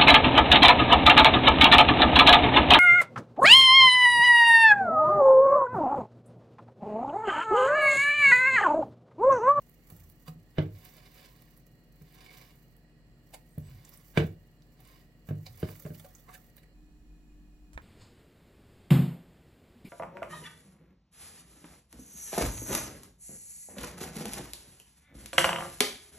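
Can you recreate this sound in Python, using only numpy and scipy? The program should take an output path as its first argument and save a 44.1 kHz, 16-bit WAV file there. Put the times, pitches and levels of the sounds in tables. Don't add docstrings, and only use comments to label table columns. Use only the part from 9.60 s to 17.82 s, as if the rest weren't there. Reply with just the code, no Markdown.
import sys
import numpy as np
from scipy import signal
from scipy.fft import rfft, irfft
from scipy.io import wavfile
from scipy.ndimage import uniform_filter1d

SR = 44100
rng = np.random.default_rng(int(sys.argv[2]) if len(sys.argv) > 2 else 0)


def master(y):
    cut = np.clip(np.atleast_2d(y).T, -1, 1)
    pcm = np.round(cut * 32767)
    wavfile.write(sys.argv[1], SR, pcm.astype(np.int16))


N = 362502
T = np.arange(N) / SR
HIT_T = T[:SR * 3 // 5]
MOVE_S = 7.13
TOP_HZ = 15850
SNAP_T60_S = 0.0057
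PULL_RANGE_DB = 20
PORT_LAG_S = 0.0002
BUMP_LAG_S, BUMP_LEFT_DB = 0.00027, -7

# (greatest strain t/s, level/dB, build-up/s, let-go/s)
PULLS = [(0.02, -67.5, 0.25, 0.52), (0.36, -59, 0.32, 0.52), (0.68, -53, 0.053, 0.045),
         (1.28, -59.5, 0.58, 0.71), (1.58, -58, 0.091, 0.16), (1.85, -64.5, 0.6, 0.34),
         (2.52, -66.5, 0.69, 0.28), (2.77, -58, .12, 0.43), (3.74, -61.5, 0.15, 0.06),
         (4.08, -67, 0.77, 0.73), (4.34, -58, 0.3, 0.58), (4.59, -53, 0.079, 0.12), (5.29, -63, 0.33, 0.37),
         (5.689, -60.5, 0.059, 0.076), (5.9, -57.5, 0.2, 0.23), (6.14, -51.5, 0.33, .36),
         (6.4, -56, 0.22, 0.33), (6.56, -60, 0.19, 0.087), (6.742, -58, 0.27, 0.27)]
# (t/s, level/dB, f/Hz)
SNAPS = [(0.0953, -55.5, 13500), (0.301, -52, 13600), (0.365, -54.5, 13900), (0.499, -54.5, 13800),
         (1.2501, -50.5, 14000), (1.8213, -60, 13500), (1.975, -58.5, 13500), (2.524, -61, 13500),
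         (2.7707, -57, 4370), (2.9543, -65, 14200), (3.166, -61, 13500), (3.982, -50, 14600),
         (4.25, -53, 7850), (4.2922, -50, 13400), (4.374, -54.5, 11100), (5.0212, -65.5, 4600),
         (5.2026, -59, 14000), (5.252, -60, 10500), (5.9735, -59, 13000), (6.001, -51, 12900),
         (6.2233, -49, 14400), (6.5505, -52.5, 7000), (6.7403, -56, 12400), (6.967, -50.5, 14000)]
# (t/s, burst level/dB, hollow level/dB, spray level/dB, swell time constant/s, pocket f/Hz)
SQUELCHES = [(0.3022, -65, -58.5, -67, 0.0094, 1100), (0.6804, -50, -46, -61, 0.0059, 1110),
             (3.7424, -47.5, -47.5, -51.5, 0.0059, 714), (5.203, -68, -62.5, -77, 0.0096, 750),
             (5.8656, -47.5, -49.5, -74, 0.004, 4070), (6.2612, -63, -43, -63, 0.0034, 605),
             (6.3465, -59.5, -68, -71, 0.0057, 2880), (6.4467, -58.5, -49, -62.5, 0.0029, 566),
             (6.6912, -80, -49.5, -73, 0.009, 1065), (6.7501, -54, -53, -57.5, 0.02, 1730),
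             (6.98, -61.5, -64, -73, 0.005, 2030), (7.0333, -69, -64.5, -72, 0.008, 1970)]
# (t/s, thump level/dB, pot wall level/dB, wet smack level/dB, ring length factor)
SLAPS = [(0.321, -42, -55.5, -84, 0.52), (0.681, -37.5, -59, -79, 0.69), (0.757, -46, -69, -85, 0.56),
         (0.983, -19, -23, -31.5, 0.57), (2.414, -45.5, -59.5, -68, 0.82), (3.978, -29, -45, -67, 0.46),
         (4.574, -16.5, -18, -25, 0.49), (4.602, -23, -27, -42, 0.45), (4.645, -24.5, -51, -71, 0.39),
         (5.688, -33.5, -46, -52, 0.62), (5.708, -25.5, -38, -55.5, 0.75),
         (6.029, -24.5, -27.5, -41.5, 0.38), (6.087, -41, -50, -51.5, 0.78),
         (6.251, -33.5, -43.5, -55, 0.78), (6.304, -35.5, -45.5, -60.5, 0.97)]
# (t/s, length/s, f/Hz, level/dB)
JUDDERS = [(0.338, 0.2, 85.3, -54), (1.098, 0.098, 109, -46.5), (4.044, 0.19, 113.2, -47.5),
           (5.79, 0.23, 98.6, -51), (6.29, 0.084, 167, -55)]
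# (fastest slide t/s, level/dB, half length/s)
WIPES = [(1.244, -67, 0.094), (1.37, -65, 0.038), (1.46, -64, 0.035), (1.61, -63.5, 0.099),
         (1.773, -74, 0.18), (2.695, -62, 0.18), (4.079, -69, 0.032), (4.222, -70.5, 0.17),
         (5.313, -68.5, .11), (6.062, -63.5, .09), (6.285, -80, .17)]
# (t/s, length/s, f/Hz at the top of the arch, droop at the ends 0-1, level/dB)
SQUEAKS = [(3.782, .15, 12000, .12, -86), (3.79, 0.14, 9250, 0.2, -85), (3.901, 0.06, 8700, 0.15, -76.5),
           (4.011, 0.11, 8060, 0.1, -75), (6.96, 0.043, 4000, .1, -72)]
# (f/Hz, level/dB, t60/s before the slap's ring length factor)
ROCKING_MODES = [(91.7, -11, 0.99), (101.5, -2, 0.73), (152.4, 15, 0.25), (167.2, -8.5, 1),
                 (231.5, -4.5, 0.5)]
# (f/Hz, level/dB, t60/s before the slap's ring length factor)
WALL_MODES = [(296, -57, 0.13), (314.7, -3, 0.47), (350, 8, 0.1), (432, 7, 0.11), (441.3, -22.5, 0.18),
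              (588, -2, 0.23), (621, -8.5, 0.1)]
# (f/Hz, width/Hz, level/dB)
POT_AIR = [(473, 73, 2), (546, 20, -12), (737.4, 11, 13), (1009, 67, -7), (1550, 430, -12), (1884, 98, -4)]
# (f/Hz, level/dB)
SMACK_COLOUR = [(100, 10), (300, -0.5), (600, -2.5), (900, -0.5), (1300, -2), (1600, 0), (2100, 0.5),
                (2800, -3.5), (3500, -6.5), (4600, -14), (5800, -20.5), (9000, -52.5), (15000, -68)]
# (f/Hz, level/dB)
SQUELCH_COLOUR = [(500, 6), (1300, -8), (2200, 11.5), (3200, 2), (4600, 5), (6000, -4.5), (9000, -11.5),
                  (15000, -7)]
# (f/Hz, level/dB)
CRACKLE_COLOUR = [(500, -21), (1500, -8), (3500, -15.5), (6000, -4.5), (9500, -8.5), (11500, -4.5),
                  (12800, 3.5), (15500, 2.5)]
# (f/Hz, level/dB)
WIPE_COLOUR = [(250, -17), (450, -2), (700, -13.5), (1050, 2.5), (1300, -11), (1750, -2), (2250, 4),
               (2700, -2), (3600, -1.5), (4900, -1.5), (6500, -13), (11000, -11)]
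# (f/Hz, level/dB)
POT_ROOM_COLOUR = [(20, -30), (35, -20.5), (50, -1.5), (70, -10.5), (105, -8.5), (125, 1), (160, -10.5),
                   (205, -11.5), (330, -14.5), (600, -18), (800, -25), (2200, -26), (9000, -41.5),
                   (15000, -48)]
# (f/Hz, level/dB)
COUNTER_ROOM_COLOUR = [(20, -7), (40, -4.5), (52, 2.5), (75, -15.5), (130, -13.5), (195, -8.5), (260, -13),
                       (340, -18), (520, -27.5), (1000, -29.5), (2000, -31.5), (6000, -39.5),
                       (10000, -42.5), (15000, -41)]
# (f/Hz, level/dB at the pot, level/dB at the counter)
HUM = [(45.6, -63.5, -56.5), (157.4, -67, -69.5), (176.5, -73.5, -83), (235, -72.5, -81), (302, -75, -65.5),
       (722, -84, -85.5)]
# (f/Hz, width/Hz of one filter pass, level/dB at the pot, level/dB at the counter)
WHINE = [(1732, 140, -83.5, -84), (1891, 115, -77.5, -90), (2477, 84, -92, -81.5), (2847, 66, -83, -89),
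         (4120, 710, -82.5, -89.5), (5680, 280, -104, -87.5), (7180, 1200, -87, -86)]
# (f/Hz, level/dB)
LEFT_SHADE = [(100, -1.5), (300, 0.8), (600, -1.5), (1200, -6.5), (4000, -5.5), (8000, -4.5), (13000, -9)]


def undb(db):
    return 10 ** (np.asarray(db) / 20)


def unit(x):
    return x / np.sqrt(np.mean(x ** 2))


def crest(x, size=220):
    return x / np.sqrt(uniform_filter1d(x ** 2, size).max())


def colour(x, points):
    hz, db = np.transpose(points)
    size = 4096
    bins = np.maximum(np.fft.rfftfreq(size, 1 / SR), 1)
    response_db = np.interp(np.log(bins), np.log(hz), db)
    cepstrum = irfft(np.log(undb(response_db)))
    cepstrum[1:size // 2] *= 2
    cepstrum[size // 2 + 1:] = 0
    impulse = irfft(np.exp(rfft(cepstrum)))
    return signal.oaconvolve(x, impulse)[:len(x)]


def band(x, hz, width):
    hz = min(hz, TOP_HZ)
    b, a = signal.iirpeak(hz, hz / min(width, TOP_HZ), fs=SR)
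    return signal.lfilter(b, a, x)


def double_band(x, hz, width):
    return band(band(x, hz, width), hz, width)


def fade(t, t60):
    return np.exp(-np.log(1000) * t / t60)


def grains(count, spread_db):
    sizes = undb(spread_db * rng.standard_normal(count))
    return unit(rng.standard_normal(count) * sizes)


def walk(rate):
    knots = rng.standard_normal(4096)
    return np.interp(T * rate, np.arange(len(knots)), knots)


def add(track, s, sound):
    start = int(np.clip(s * SR, 0, N - 1))
    track[start:start + len(sound)] += sound[:N - start]


def later(x, s):
    out = np.zeros(N)
    add(out, s, x)
    return out


def space(x, wet_db):
    pot_t60, low_t60, high_t60, room_db = 0.014, 0.22, 0.19, -14
    split_hz, shortest_hz = 1500, 450
    t, ports = HIT_T, []
    for noise in rng.standard_normal((2, len(t))):
        low = signal.lfilter(*signal.butter(1, split_hz, fs=SR), noise)
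        room = low * fade(t, low_t60) + (noise - low) * fade(t, high_t60)
        echo = noise * fade(t, pot_t60) + undb(room_db) * room
        echo = echo * (t > 0.0007)
        echo = signal.lfilter(*signal.butter(2, shortest_hz, "high", fs=SR), echo)
        reflected = signal.oaconvolve(x, echo / np.linalg.norm(echo))[:N]
        ports.append(x + undb(wet_db) * reflected)
    return np.array(ports) / np.sqrt(1 + undb(2 * wet_db))


def arch(length, hz, droop, wobble):
    u = np.linspace(-1, 1, int(max(length, 0.01) * SR))
    pitch = hz * (1 - droop * u ** 2 + wobble * walk(rate=104.0)[:len(u)])
    tone = np.sin(2 * np.pi * np.cumsum(pitch) / SR)
    return np.sqrt(2) * (1 - u ** 2) * tone


def shifting(x, depth_db, rate, count=14):
    total = 0
    for hz in np.geomspace(400, 9000, count):
        cavity = double_band(x, hz, hz / 4)
        total = total + np.sqrt(1000 / hz) * cavity * undb(depth_db * walk(rate))
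    return unit(total)


def pot_air(x):
    return sum(undb(db) * band(x, hz, width) for hz, width, db in POT_AIR)


def background():
    pot_db, counter_db, left_db = -62, -59, -4
    apart_hz = 900
    moved = np.clip((T - MOVE_S) / 0.02, 0, 1)
    common, left, right = rng.standard_normal((3, N))
    low = signal.butter(2, apart_hz, "low", fs=SR)
    high = signal.butter(2, apart_hz, "high", fs=SR)
    hum = 0
    for hz, at_pot, at_counter in HUM:
        level = np.sqrt(2) * undb(at_pot + (at_counter - at_pot) * moved)
        waver = 1 + 0.092 * walk(rate=7.9)
        phase = 2 * np.pi * hz * T + 0.5 * walk(rate=8.4)
        hum = hum + level * waver * np.sin(phase)
    ports = []
    for own in (undb(left_db) * left, right):
        air = signal.lfilter(*low, common + 0.69 * own) + signal.lfilter(*high, own)
        pot_room = undb(pot_db) * (1 - moved) * unit(colour(air, POT_ROOM_COLOUR))
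        counter_room = undb(counter_db) * moved * unit(colour(air, COUNTER_ROOM_COLOUR))
        whine = 0
        for hz, width, at_pot, at_counter in WHINE:
            level_db = at_pot + (at_counter - at_pot) * moved + 2 * walk(rate=7.4)
            whine = whine + undb(level_db) * unit(double_band(own, hz, width))
        ports.append(hum + pot_room + counter_room + whine * own.std())
    return np.array(ports)


def pull(s, db, build, release):
    before = (s - T) / max(build, 0.01)
    after = (T - s) / max(release, 0.01)
    return undb(db - PULL_RANGE_DB * np.maximum(before, after))


def peeling():
    peel_db, pops_db = -1.25, -12.0
    clicks = grains(N, spread_db=8) * undb(4.5 * walk(rate=130))
    pops = shifting(grains(N, spread_db=11), depth_db=4, rate=45)
    strain = np.sqrt(sum(pull(*row) ** 2 for row in PULLS))
    crackle = unit(colour(clicks, CRACKLE_COLOUR)) + undb(pops_db) * pops
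    return undb(peel_db) * strain * crackle


def snaps():
    snap_db, click_db = 4, -14
    tail_db, tail_t60 = -24, 0.14
    breadth = 0.49
    out, t = np.zeros(N), T[:SR // 8]
    for s, level, hz in SNAPS:
        shape = fade(t, SNAP_T60_S) + undb(tail_db) * fade(t, tail_t60)
        tick = grains(len(t), spread_db=4) * shape
        pitched = double_band(tick, hz, breadth * hz)
        add(out, s, undb(level + snap_db) * crest(pitched + undb(click_db) * tick, size=64))
    return out


def squelches():
    burst_db, hollow_db, spray_db, swell_db, pocket_db = -2, -3, -2, -5, 2
    close_t60 = 0.043
    pocket_breadth = 0.083
    spray_hz, spray_width_hz = 7800, 10000
    out, t = np.zeros(N), HIT_T - 0.06
    for s, burst_level, hollow_level, spray_level, swell, pocket in SQUELCHES:
        opening = undb(swell_db) * np.exp(-abs(t) / max(swell, 0.001))
        shape = np.where(t < 0, opening, fade(abs(t), close_t60))
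        puff = shape * grains(len(t), spread_db=6)
        pot = colour(pot_air(puff), [(150, -19), (450, 6.5), (1800, 6), (5000, -9.5)])
        own_hollow = band(puff, pocket, pocket_breadth * pocket)
        hollow = crest(pot) + undb(pocket_db) * crest(own_hollow)
        mist = double_band(puff, spray_hz, spray_width_hz)
        sound = undb(burst_level + burst_db) * crest(colour(puff, SQUELCH_COLOUR))
        sound += undb(hollow_level + hollow_db) * crest(hollow)
        sound += undb(spray_level + spray_db) * crest(mist)
        add(out, s + t[0], sound)
    return out


def ring(force, modes, hold, detune):
    response = 0
    for hz, db, t60 in modes:
        shifted_hz = hz * (1 + detune * rng.standard_normal())
        tone = np.cos(2 * np.pi * shifted_hz * HIT_T)
        response = response + undb(db) * fade(HIT_T, t60 * hold) * tone
    return crest(signal.fftconvolve(force, response)[:len(HIT_T)])


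def slaps():
    wall_db, smack_db = 1, 1
    settle, settle_t60 = 0.021, 0.27
    rush_db, rush_s = -16, 0.0097
    smack_t60, patter_db, patter_t60 = 0.023, -13.0, 0.21
    crack_db, crack_hz, crack_width_hz = -20, 5200, 6500
    db_per_octave = 75
    body, wet, t = np.zeros(N), np.zeros(N), HIT_T
    lead = T[:SR // 25]
    hardest = max(row[3] for row in SLAPS)
    for s, thump, wall, smack, hold in SLAPS:
        force = settle * rng.standard_normal(len(t)) * fade(t, settle_t60)
        force[0] += 1
        push = colour(force, [(25, -26.5), (75, 7.5), (200, -1.5), (600, -13), (2000, -50)])
        shake = colour(force, [(60, -30.0), (280, 5), (700, 2), (1500, -28), (5000, -83)])
        rocking = undb(thump) * ring(push, ROCKING_MODES, hold, detune=0.023)
        walls = undb(wall + wall_db) * ring(shake, WALL_MODES, hold, detune=0.026)
        add(body, s, rocking + walls)
        rush = undb(rush_db) * np.exp(-lead[::-1] / rush_s)
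        landing = fade(t, smack_t60) + undb(patter_db) * fade(t, patter_t60)
        shape = np.r_[rush, landing]
        spatter = shape * grains(len(shape), spread_db=4)
        softer = smack - hardest
        darker = [(hz * 2 ** (softer / db_per_octave), db) for hz, db in SMACK_COLOUR]
        splat = crest(colour(spatter, darker))
        crack = crest(double_band(spatter, crack_hz, crack_width_hz))
        face = splat + undb(crack_db + 2 * softer) * crack
        add(wet, s - lead[-1], undb(smack + smack_db) * face)
    return body, wet


def judders():
    out = np.zeros(N)
    for s, length, hz, db in JUDDERS:
        add(out, s, undb(db) * arch(length, hz, droop=0.0054, wobble=0.23))
    return out


def stroke(s, db, half):
    return undb(db) * np.exp(-((T - s) / max(half, 0.005)) ** 2)


def wiping():
    grip_db, hollow_db, shifting_db = 3, -5, -5
    squeak_s, squeak_half_s, squeak_hz, squeak_db = 2.70, 0.017, 2250, -55
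    slips = grains(N, spread_db=7.5) * undb(grip_db * walk(rate=97))
    pockets = shifting(grains(N, spread_db=7), depth_db=3, rate=40)
    rub = unit(colour(slips, WIPE_COLOUR))
    rub += undb(hollow_db) * unit(pot_air(slips))
    rub += undb(shifting_db) * unit(colour(pockets, WIPE_COLOUR))
    squeak_swell = 1 / (1 + ((T - squeak_s) / squeak_half_s) ** 2)
    squeak = unit(double_band(slips, squeak_hz, 220)) * squeak_swell
    slide = np.sqrt(sum(stroke(*row) ** 2 for row in WIPES))
    return rub * slide + undb(squeak_db) * squeak


def squeaks():
    out = np.zeros(N)
    for s, length, hz, droop, db in SQUEAKS:
        add(out, s, undb(db) * arch(length, hz, droop, wobble=0.004))
    return out


def bump():
    brush_s, brush_db, brush_t60 = 8.1316, -52, 0.18
    thud_s, thud_hz, thud_db, thud_t60 = 8.158, 62, -36, 0.13
    tap_s, tap_db, tap_t60 = 8.1765, -30, 0.009
    rattle_db, rattle_t60 = -17, 0.14
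    brush_colour = [(300, 0), (1500, 1), (4000, -10.5), (8000, -4.5), (15000, -19)]
    tap_colour = [(100, -6), (600, -3.5), (1200, 3.5), (1800, 6),
                  (2600, -8.5), (4000, -22), (8000, -29), (15000, -43)]
    thud, touch, t = np.zeros(N), np.zeros(N), HIT_T
    add(thud, thud_s, undb(thud_db) * np.sin(2 * np.pi * thud_hz * t) * fade(t, thud_t60))
    brush = grains(len(t), spread_db=7) * fade(t, brush_t60)
    add(touch, brush_s, undb(brush_db) * crest(colour(brush, brush_colour)))
    shape = fade(t, tap_t60) + undb(rattle_db) * fade(t, rattle_t60)
    contact = rng.standard_normal(len(t)) * shape
    add(touch, tap_s, undb(tap_db) * crest(colour(contact, tap_colour), size=100))
    left, right = space(touch, wet_db=-16)
    return thud + np.array([undb(BUMP_LEFT_DB) * left, later(right, BUMP_LAG_S)])


def scene():
    body, wet = slaps()
    bright = space(wet + squelches() + wiping(), wet_db=-0.5)
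    bright += space(peeling() + snaps() + squeaks(), wet_db=1)
    far, near = space(body + judders(), wet_db=-6.5)
    left, right = np.array([later(far, PORT_LAG_S), near]) + undb(5.5) * bright
    pot = np.array([colour(left, LEFT_SHADE), right])
    return pot + bump() + background()


def record(dry):
    low_pass = signal.ellip(10, 0.2, 70, TOP_HZ, fs=SR, output="sos")
    return signal.sosfilt(low_pass, dry)


dry = scene()
out = record(dry)
master(out)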